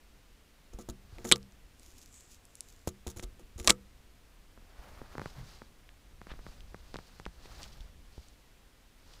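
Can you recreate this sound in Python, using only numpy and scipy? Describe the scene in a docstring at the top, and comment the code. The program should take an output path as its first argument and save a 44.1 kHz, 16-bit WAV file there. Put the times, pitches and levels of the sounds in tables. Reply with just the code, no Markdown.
"""A quiet meadow, where two cartridges slide into a side-by-side shotgun, very close up.
Each plastic hull bumps and scrapes along its chamber until the brass rim snaps home and the barrels
ring. Between the two, the second cartridge is tugged from a rustling pocket. Then the gun shifts on
the lap: sleeves swish, fittings tick, and handling gives dull knocks and low thumps."""
import sys
import numpy as np
from scipy import signal
from scipy.fft import rfft, irfft
from scipy.io import wavfile

SR = 44100
rng = np.random.default_rng(int(sys.argv[2]) if len(sys.argv) > 2 else 0)


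def output_pcm(signal):
    """Save a mono or channel-first signal as 16-bit PCM at the path in sys.argv[1].

    Samples are clipped to [-1, 1] before scaling.
    """
    pcm = np.clip(np.atleast_2d(signal).T, -1, 1) * 32767
    wavfile.write(sys.argv[1], SR, np.round(pcm).astype(np.int16))


N = 405719
TIME = np.arange(N) / SR

# The dead thud of a filled hull. Each row: frequency in Hz, relative level in dB.
HULL_THUD = [(50, -6), (130, -2), (280, -4), (420, 1), (750, -6.5), (1100, -16), (2500, -35.5)]


def from_db(db):
    """Decibels to gain."""
    return 10 ** (np.asarray(db) / 20)


def rms_one(x):
    """Scale to unit power."""
    return x / np.sqrt(np.mean(x ** 2) + 1e-20)


def add(track, s, sound):
    """Mix a short sound in at s seconds."""
    start = int(round(s * SR))
    track[start:start + len(sound)] += sound[:N - start]


def response(spectrum, size=4096):
    """Minimum-phase impulse response of an EQ curve; unit energy."""
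    hz, db = np.transpose(spectrum)
    grid = np.maximum(np.fft.rfftfreq(size, 1 / SR), 1)
    gain = from_db(np.interp(np.log(grid), np.log(hz), db))
    cepstrum = irfft(np.log(gain))
    cepstrum[1:size // 2] *= 2
    cepstrum[size // 2 + 1:] = 0
    pulse = irfft(np.exp(rfft(cepstrum)))
    return pulse / np.linalg.norm(pulse)


def colour(x, spectrum):
    """Shape a sound with an EQ curve."""
    return signal.oaconvolve(x, response(spectrum))[:N]


def band(x, low_hz, high_hz):
    """Keep one band."""
    edges = [low_hz, min(high_hz, SR / 2 - 1000)]
    return signal.sosfilt(signal.butter(2, edges, "band", fs=SR, output="sos"), x)


def soften(x, hz):
    """A softer contact loses its treble."""
    return signal.sosfilt(signal.butter(2, min(hz, SR / 2 - 1000), fs=SR, output="sos"), x)


def ring(force, hz, t60):
    """One resonance: a unit click sets off a sine that falls 60 dB in t60 seconds."""
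    r = np.exp(-np.log(1000) / (t60 * SR))
    w = 2 * np.pi * hz / SR
    return signal.lfilter([0, np.sin(w)], [1, -2 * r * np.cos(w), r * r], force + 1e-18)


def surge(spread_db, per_s):
    """A gain that wanders by chance."""
    knots = rng.standard_normal(2048)
    return from_db(spread_db * np.interp(TIME * per_s, np.arange(len(knots)), knots))


def stroke(middle_s, half_s, db, steepness=2.8):
    """Envelope of one sliding movement: it gathers speed, holds and comes to rest."""
    return from_db(db) / (1 + np.abs((TIME - middle_s) / half_s) ** steepness)


def friction(spread_db):
    """Countless tiny slips of uneven size; rms 1."""
    noise = rng.standard_normal(N)
    grains = np.repeat(rng.standard_normal(N // 32 + 1), 32)[:N]
    return rms_one(noise * from_db(spread_db * grains))


def chatter(decay, size=2048):
    """A dying flurry of tiny contacts that excites all pitches about alike; unit energy."""
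    t = TIME[:size]
    spectrum = rfft(rng.standard_normal(size) * np.exp(-t / decay))
    flat = irfft(spectrum / (np.abs(spectrum) + 1e-12))
    flurry = flat / (1 + (t / (np.pi * decay)) ** 2) ** 2
    return flurry / np.linalg.norm(flurry)


def air(level_db=-63):
    """Open air lays a faint, steady bed of noise."""
    # The meadow's tone. Each row: frequency in Hz, relative level in dB.
    air_eq = [(15, -28.5), (25, 2), (160, -16.5), (274, -13.5), (340, -16.5), (567, -18), (614, -21.5),
              (684, -18.5), (782, -21), (2630, -23), (15500, -35.5)]
    return from_db(level_db) * colour(rng.standard_normal(N), air_eq)


def hands(trim_db=2, judder_hz=144):
    """The hands rumble on the gun and once judder along the stock."""
    # The swell of the grip. Each row: time in seconds, relative level in dB.
    grip = [(0.0, -62.5), (0.56, -64), (1.25, -53.5), (1.64, -59.5), (2.56, -65), (3.3, -55), (4.25, -62.5),
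            (5.28, -55), (5.84, -62), (6.43, -52), (7.25, -59.5), (7.61, -52), (8.79, -67), (9.2, -58.5)]
    # Its deep rumble. Each row: frequency in Hz, relative level in dB.
    rumble_eq = [(15, -4.5), (35, -0.5), (60, -5), (100, -15), (200, -22), (400, -33), (1000, -56.5)]
    swell = from_db(trim_db + np.interp(TIME, *np.transpose(grip)))
    rumble = swell * colour(rng.standard_normal(N), rumble_eq)
    judder = rms_one(ring(rng.standard_normal(N), judder_hz, t60=0.13))
    return rumble + stroke(middle_s=5.415, half_s=0.035, db=-45.5) * judder


def scrapes(bite_s=0.008, fall_db=-4, coupling_db=-27, thud_db=-3):
    """The ribbed hull bites, hisses in jerks on the chamber wall, thuds and softly drives the barrels."""
    # Bumps that ease into slides. Each row: start and length in seconds, then relative hiss,
    # body and extra bite of the first touch in dB.
    slides = [(.731, 0.021, -61.5, -52, 0), (0.787, 0.042, -54, -50.5, 8), (0.888, 0.02, -51.5, -44, 4),
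              (1.182, .05, -65, -55.5, 9), (1.2449, .062, -43, -42, 3), (1.356, .016, -55, -45, 0),
              (2.8732, 0.026, -44, -45.5, 8.5), (3.067, .05, -47, -47.5, -0.5),
              (3.162, 0.045, -51, -51.5, -2.5), (3.226, .02, -48.5, -45.5, 0.5),
              (3.395, 0.019, -61.5, -54, 1), (3.579, 0.058, -52, -54, 4.5),
              (3.598, 0.0091, -44.5, -45, 1.5), (3.644, 0.046, -45.5, -44, -5.5),
              (3.706, 0.021, -42, -45.5, 2.5)]
    # Plastic rubbing on steel. Each row: frequency in Hz, relative level in dB.
    plastic_eq = [(300, -9), (1200, -5.5), (2000, -9.5), (2800, -9), (4000, -3), (4700, -7.5), (7000, 2.5),
                  (8600, -9), (10000, -4.5), (12000, -10.5), (15000, -14)]
    envelope, force = np.zeros((2, N))
    for s, length, hiss_db, body_db, bite_db in slides:
        t = TIME[:int(2 * length * SR)]
        pressure = from_db(fall_db * t / length + bite_db * np.exp(-t / bite_s))
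        pressure /= 1 + (t / length) ** 10  # the hull lets go
        add(envelope, s, from_db(hiss_db) * pressure)
        bump = chatter(length / 2 / from_db(bite_db), size=8192)
        add(force, s, from_db(body_db) * np.linalg.norm(pressure) * bump)
    jerks = rms_one(surge(spread_db=4, per_s=240))
    steel = from_db(coupling_db) * barrels(soften(force, hz=800), uneven_db=2.5)
    hiss = colour(envelope * jerks * friction(spread_db=5.5), plastic_eq)
    thud = from_db(thud_db) * colour(force, HULL_THUD)
    return hiss + thud + steel


def barrels(force, uneven_db=3.5):
    """Every mode of the steel answers the same force, a little differently from touch to touch."""
    # Modes of barrels and action. Each row: pitch in Hz, relative level in dB, t60 in seconds.
    modes = [(126, -9.5, 0.3), (197, -9, 0.46), (243.6, -5.5, 0.16), (312, -8, .16), (367, -3, 0.19),
             (457.2, -11.5, 0.26), (495.7, -11, 0.15), (657, -9.5, 0.11), (907, -10, .06),
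             (1180, 1.5, 0.062), (1190, -6, 0.1), (1289, -6, 0.092), (1340, -8.5, .1), (1540, -11.5, .08),
             (1980, -3.5, 0.05), (2201, -6, 0.055), (5300, -16, .05), (6000, -17.5, .05), (6760, -18, .05),
             (7252, -18, .05), (7900, -15.5, .05)]
    return sum((-1) ** k * ring(force * from_db(db) * surge(uneven_db, per_s=1.7), hz, t60)
               for k, (hz, db, t60) in enumerate(modes))


def thumps(swings=7.2):
    """The whole gun rocks in the hands, and the grip stops it within a few swings."""
    # Low rocking. Each row: start in seconds, level in dB, pitch in Hz.
    rocks = [(0.745, -34, 44), (0.893, -34, 54.3), (1.126, -40.5, 100), (1.325, -36.5, 62),
             (2.875, -28.5, 83), (3.071, -31, 71.6), (3.17, -38.5, 86), (3.239, -31.5, 41.87),
             (3.56, -35, 74), (3.605, -33, 69), (3.68, -30, 46.3), (4.79, -40.5, 48), (5.197, -37, 93.2),
             (5.41, -41, 36), (6.317, -36, 54.9), (6.37, -41, 42), (6.944, -37.5, 44.6),
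             (7.266, -35.5, 54.8), (7.804, -33.5, 41.7), (8.18, -37, 65.1)]
    out, click = np.zeros(N), signal.unit_impulse(SR // 2)
    for s, db, hz in rocks:
        add(out, s, from_db(db) * ring(click, hz, t60=swings / hz))
    return out


def knocks(body_hz=190, body_db=-18, wood_hz=900, wood_db=-15):
    """Handling gives dead knocks, each with a short ring of body and wood at pitches of its own."""
    # The knocks. Each row: start in seconds, pulse peak in dB, treble cutoff in Hz.
    hits = [(0.7878, -37, 700), (.887, -34.5, 700), (2.8744, -22, 700), (3.0658, -32.5, 600),
            (3.196, -33, 899), (4.576, -41, 1397), (5.0165, -31, 903), (5.1532, -29.5, 1600),
            (5.1815, -23.5, 2200), (5.196, -26, 2200), (5.2171, -25.5, 2000), (5.2588, -24, 2220),
            (5.6189, -32, 1800), (6.216, -33.5, 2490), (6.2697, -34.5, 2480), (6.317, -33.5, 2530),
            (6.338, -39, 2000), (6.3917, -38.5, 1980), (6.466, -31.5, 2200), (6.7452, -29, 1996),
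            (6.943, -27.5, 1500), (6.958, -26, 2220), (6.9884, -31, 2200), (7.1989, -31, 3470),
            (7.264, -24.5, 2200), (7.457, -39, 1200), (8.179, -41, 450)]
    # A knock's tone before softening. Each row: frequency in Hz, relative level in dB.
    knock_eq = [(30, -32), (100, 13.5), (200, 6), (400, 9), (800, 4), (1400, 3.5), (2100, -0.5),
                (2900, -11.5), (6000, -1.5), (15000, -2)]
    out, click = np.zeros(N), signal.unit_impulse(SR // 2)
    knock = response(knock_eq, size=len(click))
    detunes = 2 ** rng.uniform(-0.47, 0.34, (len(hits), 2))
    for (s, db, cutoff_hz), (body_detune, wood_detune) in zip(hits, detunes):
        pulse = soften(knock, cutoff_hz)
        body = from_db(body_db) * ring(click, body_hz * body_detune, t60=0.098)
        wood = from_db(wood_db) * ring(click, wood_hz * wood_detune, t60=0.025)
        add(out, s, from_db(db) * (body + wood - pulse / np.abs(pulse).max()))
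    return out


def cloth():
    """Threads catch and slip in uneven surges; rms 1."""
    return rms_one(friction(spread_db=2) * surge(spread_db=2.5, per_s=63))


def sleeves(trim_db=-1, drag_hz=(550, 3700)):
    """Sleeves swish over cloth and rub on the gun; once a stiff fold drags across it."""
    # Arm movements. Each row: middle and half length in seconds, relative swish and rub in dB.
    moves = [(1.19, 0.084, -66.5, -62), (4.968, 0.21, -68, -56), (5.305, .13, -63.5, -58),
             (5.522, 0.11, -63, -64), (6.318, 0.066, -69.5, -65), (6.497, 0.063, -62, -61),
             (7.0, 0.3, -66.5, -65.5), (7.5, 0.071, -60.5, -59.5), (7.63, 0.041, -56, -55),
             (7.773, 0.1, -65.5, -63), (8.2, 0.12, -67, -72), (9.15, 0.096, -63.5, -64.5)]
    # Cloth on cloth, then cloth on the gun. Each row: frequency in Hz, relative level in dB.
    swish_eq = [(800, -15), (2200, -3.5), (4500, 3.5), (7000, -4.5), (10000, -13.5), (15000, -17)]
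    rub_eq = [(100, 1.5), (250, -5.5), (600, -2), (1500, -5), (2300, -12.5), (4000, -19.5), (9000, -27)]
    swish = sum(stroke(s, half, db + trim_db) for s, half, db, _ in moves)
    rub = sum(stroke(s, half, db + trim_db) for s, half, _, db in moves)
    stiff_fold = rms_one(band(band(cloth(), *drag_hz), *drag_hz))
    drag = stroke(middle_s=6.312, half_s=0.012, db=-47) * stiff_fold
    return swish * colour(cloth(), swish_eq) + rub * colour(cloth(), rub_eq) + drag


def crack(decay, pitch_hz, q=4.3, broad_db=-7, size=2048):
    """One hard contact: a dense ring around its main pitch that dies within milliseconds."""
    # Brass on steel. Each row: frequency in Hz, relative level in dB.
    brass_eq = [(100, -8), (400, -2), (800, -6), (1600, -5.5), (2200, -2), (3700, -2), (4600, -3.5),
                (5600, -2.5), (6500, -7), (7600, -2.5), (10000, -9), (11500, -15.5), (15000, -21.5)]
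    broad = signal.fftconvolve(chatter(decay), response(brass_eq))[:size]
    pitched = signal.lfilter(*signal.iirpeak(pitch_hz, q, fs=SR), broad)
    burst = from_db(broad_db) * broad + pitched
    return burst * np.sqrt(decay * SR / 2) / np.linalg.norm(burst)  # starts near unit rms


def ticks(decay_s=0.0007):
    """Small metal parts touch, too light to move the barrels or to sound far below their pitch."""
    # Cartridges and fittings. Each row: start in seconds, relative level in dB, main pitch in Hz.
    touches = [(1.184, -38, 2000), (1.251, -33, 1900), (1.38, -46.5, 13000), (1.429, -46.5, 5030),
               (1.522, -51, 6300), (1.7965, -44.5, 9300), (2.4529, -42.5, 11200), (2.554, -36.5, 10300),
               (2.607, -25.5, 9500), (3.0685, -45, 4000), (3.196, -33, 2120), (3.238, -36.5, 3900),
               (3.6, -36, 2080), (5.891, -38.5, 1697), (6.606, -42.5, 3230), (6.9422, -37.5, 4020),
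               (6.948, -40.5, 2500), (6.968, -37, 4000), (7.254, -34, 2600), (7.458, -43, 2500),
               (7.6314, -33.5, 4850), (7.64, -36.5, 3530), (7.8065, -43, 3460), (8.285, -47.5, 6970),
               (9.137, -43, 4000)]
    out = np.zeros(N)
    for s, db, pitch_hz in touches:
        add(out, s, from_db(db) * band(crack(decay_s, pitch_hz), pitch_hz / 2, 2 * pitch_hz))
    return out


def seating(push_db=28.5, tail_db=-28, hollow_db=45.5, thud_db=33):
    """The brass rim snaps home: the steel rings, the chamber answers hollowly and the hull thuds."""
    # Rim strikes and bounces. Each row: start in seconds, level in dB, decay in seconds, pitch in Hz.
    strikes = [(1.3146, -9.5, 0.00089, 2200), (1.3162, -13.5, 0.0026, 2070), (1.3223, -5.5, 0.00096, 7800),
               (1.3228, -14.5, 0.002, 9600), (1.3590, -29, .00088, 4870), (3.6750, -5, .00073, 5560),
               (3.6767, -22, .006, 1130), (3.68, -10.5, 0.0007, 3676), (3.693, -21, 0.0017, 7360),
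               (3.6955, -16.5, 0.0012, 7000), (3.6968, -11, 0.0019, 2280), (3.7032, -5, .00055, 7600),
               (3.7054, -4, 0.00072, 3994)]
    snaps, force, chamber = np.zeros((3, N))
    for s, db, decay, pitch_hz in strikes:
        add(snaps, s, from_db(db) * crack(decay, pitch_hz))
        add(snaps, s, from_db(db + tail_db) * crack(decay=0.008, pitch_hz=7300))  # the action rings on
        push = from_db(db + push_db) * decay  # strength times duration
        add(force, s, np.array([push]))
        add(chamber, s, push * from_db(hollow_db) * chatter(decay=0.0089))
    hollow = band(chamber, low_hz=1050, high_hz=1330)
    thud = from_db(thud_db) * band(colour(force, HULL_THUD), low_hz=146, high_hz=470)
    return snaps + barrels(force) + hollow + thud


def bore_echo(start_s=1.3229, peak_db=-1.4, trips_per_s=226.3, loss_db=-7, band_hz=(2900, 4350)):
    """The first cartridge's snap runs up and down the open bore, weaker on each return."""
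    pulse = band(band(signal.unit_impulse(SR // 100), *band_hz), *band_hz)
    pulse /= np.abs(pulse).max()
    out = np.zeros(N)
    for trip in range(10):
        add(out, start_s + trip / trips_per_s, from_db(peak_db + trip * loss_db) * pulse)
    return out


def crackle(per_s=70, spread_db=4):
    """Single fibres let go at random moments; rms 1."""
    releases = rng.random(N) < per_s / SR
    sizes = from_db(spread_db * np.clip(rng.standard_normal(N), -2, 2))
    return rms_one(releases * sizes)


def pocket():
    """Tugs work a cartridge free: the pocket crinkles, its weave zings and its heavy cloth is pulled."""
    # The tugs. Each row: middle and half length in seconds, relative rustle and zing in dB.
    tugs = [(1.874, 0.058, -65.5, -80), (2.014, 0.06, -66, -72), (2.18, 0.061, -69.5, -62.5),
            (2.327, 0.026, -62.5, -68), (2.658, .14, -69, -72)]
    # Crinkling fabric. 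Each row: frequency in Hz, relative level in dB.
    pocket_eq = [(880, -46.5), (1500, -15), (1670, -14.5), (2060, -19.5), (2360, -7.5), (4250, -4),
                 (6810, 1), (8410, -7.5), (11800, -7), (15000, -15.5)]
    rustle = sum(stroke(s, half, db) for s, half, db, _ in tugs)
    zing = sum(stroke(s, half, db) for s, half, _, db in tugs)
    pull = stroke(middle_s=1.95, half_s=0.14, db=-67)
    crinkle = colour(cloth() + crackle(), pocket_eq)
    weave = rms_one(band(cloth(), low_hz=6640, high_hz=8255))
    heavy_cloth = rms_one(band(cloth(), low_hz=200, high_hz=310))
    return rustle * crinkle + zing * weave + pull * heavy_cloth


def scene():
    """Open air, loading and handling, mixed in mono."""
    bed = air()
    loading = seating() + bore_echo() + scrapes()
    handling = ticks() + knocks() + thumps() + sleeves() + pocket() + hands()
    return (bed + loading + handling)[None]


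def record(dry, ceiling=0.88, cutoff_hz=15500):
    """Clip the peaks just under full scale, then cut the top steeply."""
    lowpass = signal.ellip(10, 0.1, 70, cutoff_hz, fs=SR, output="sos")
    return signal.sosfilt(lowpass, np.clip(dry, -ceiling, ceiling))


dry = scene()
out = record(dry)
output_pcm(out)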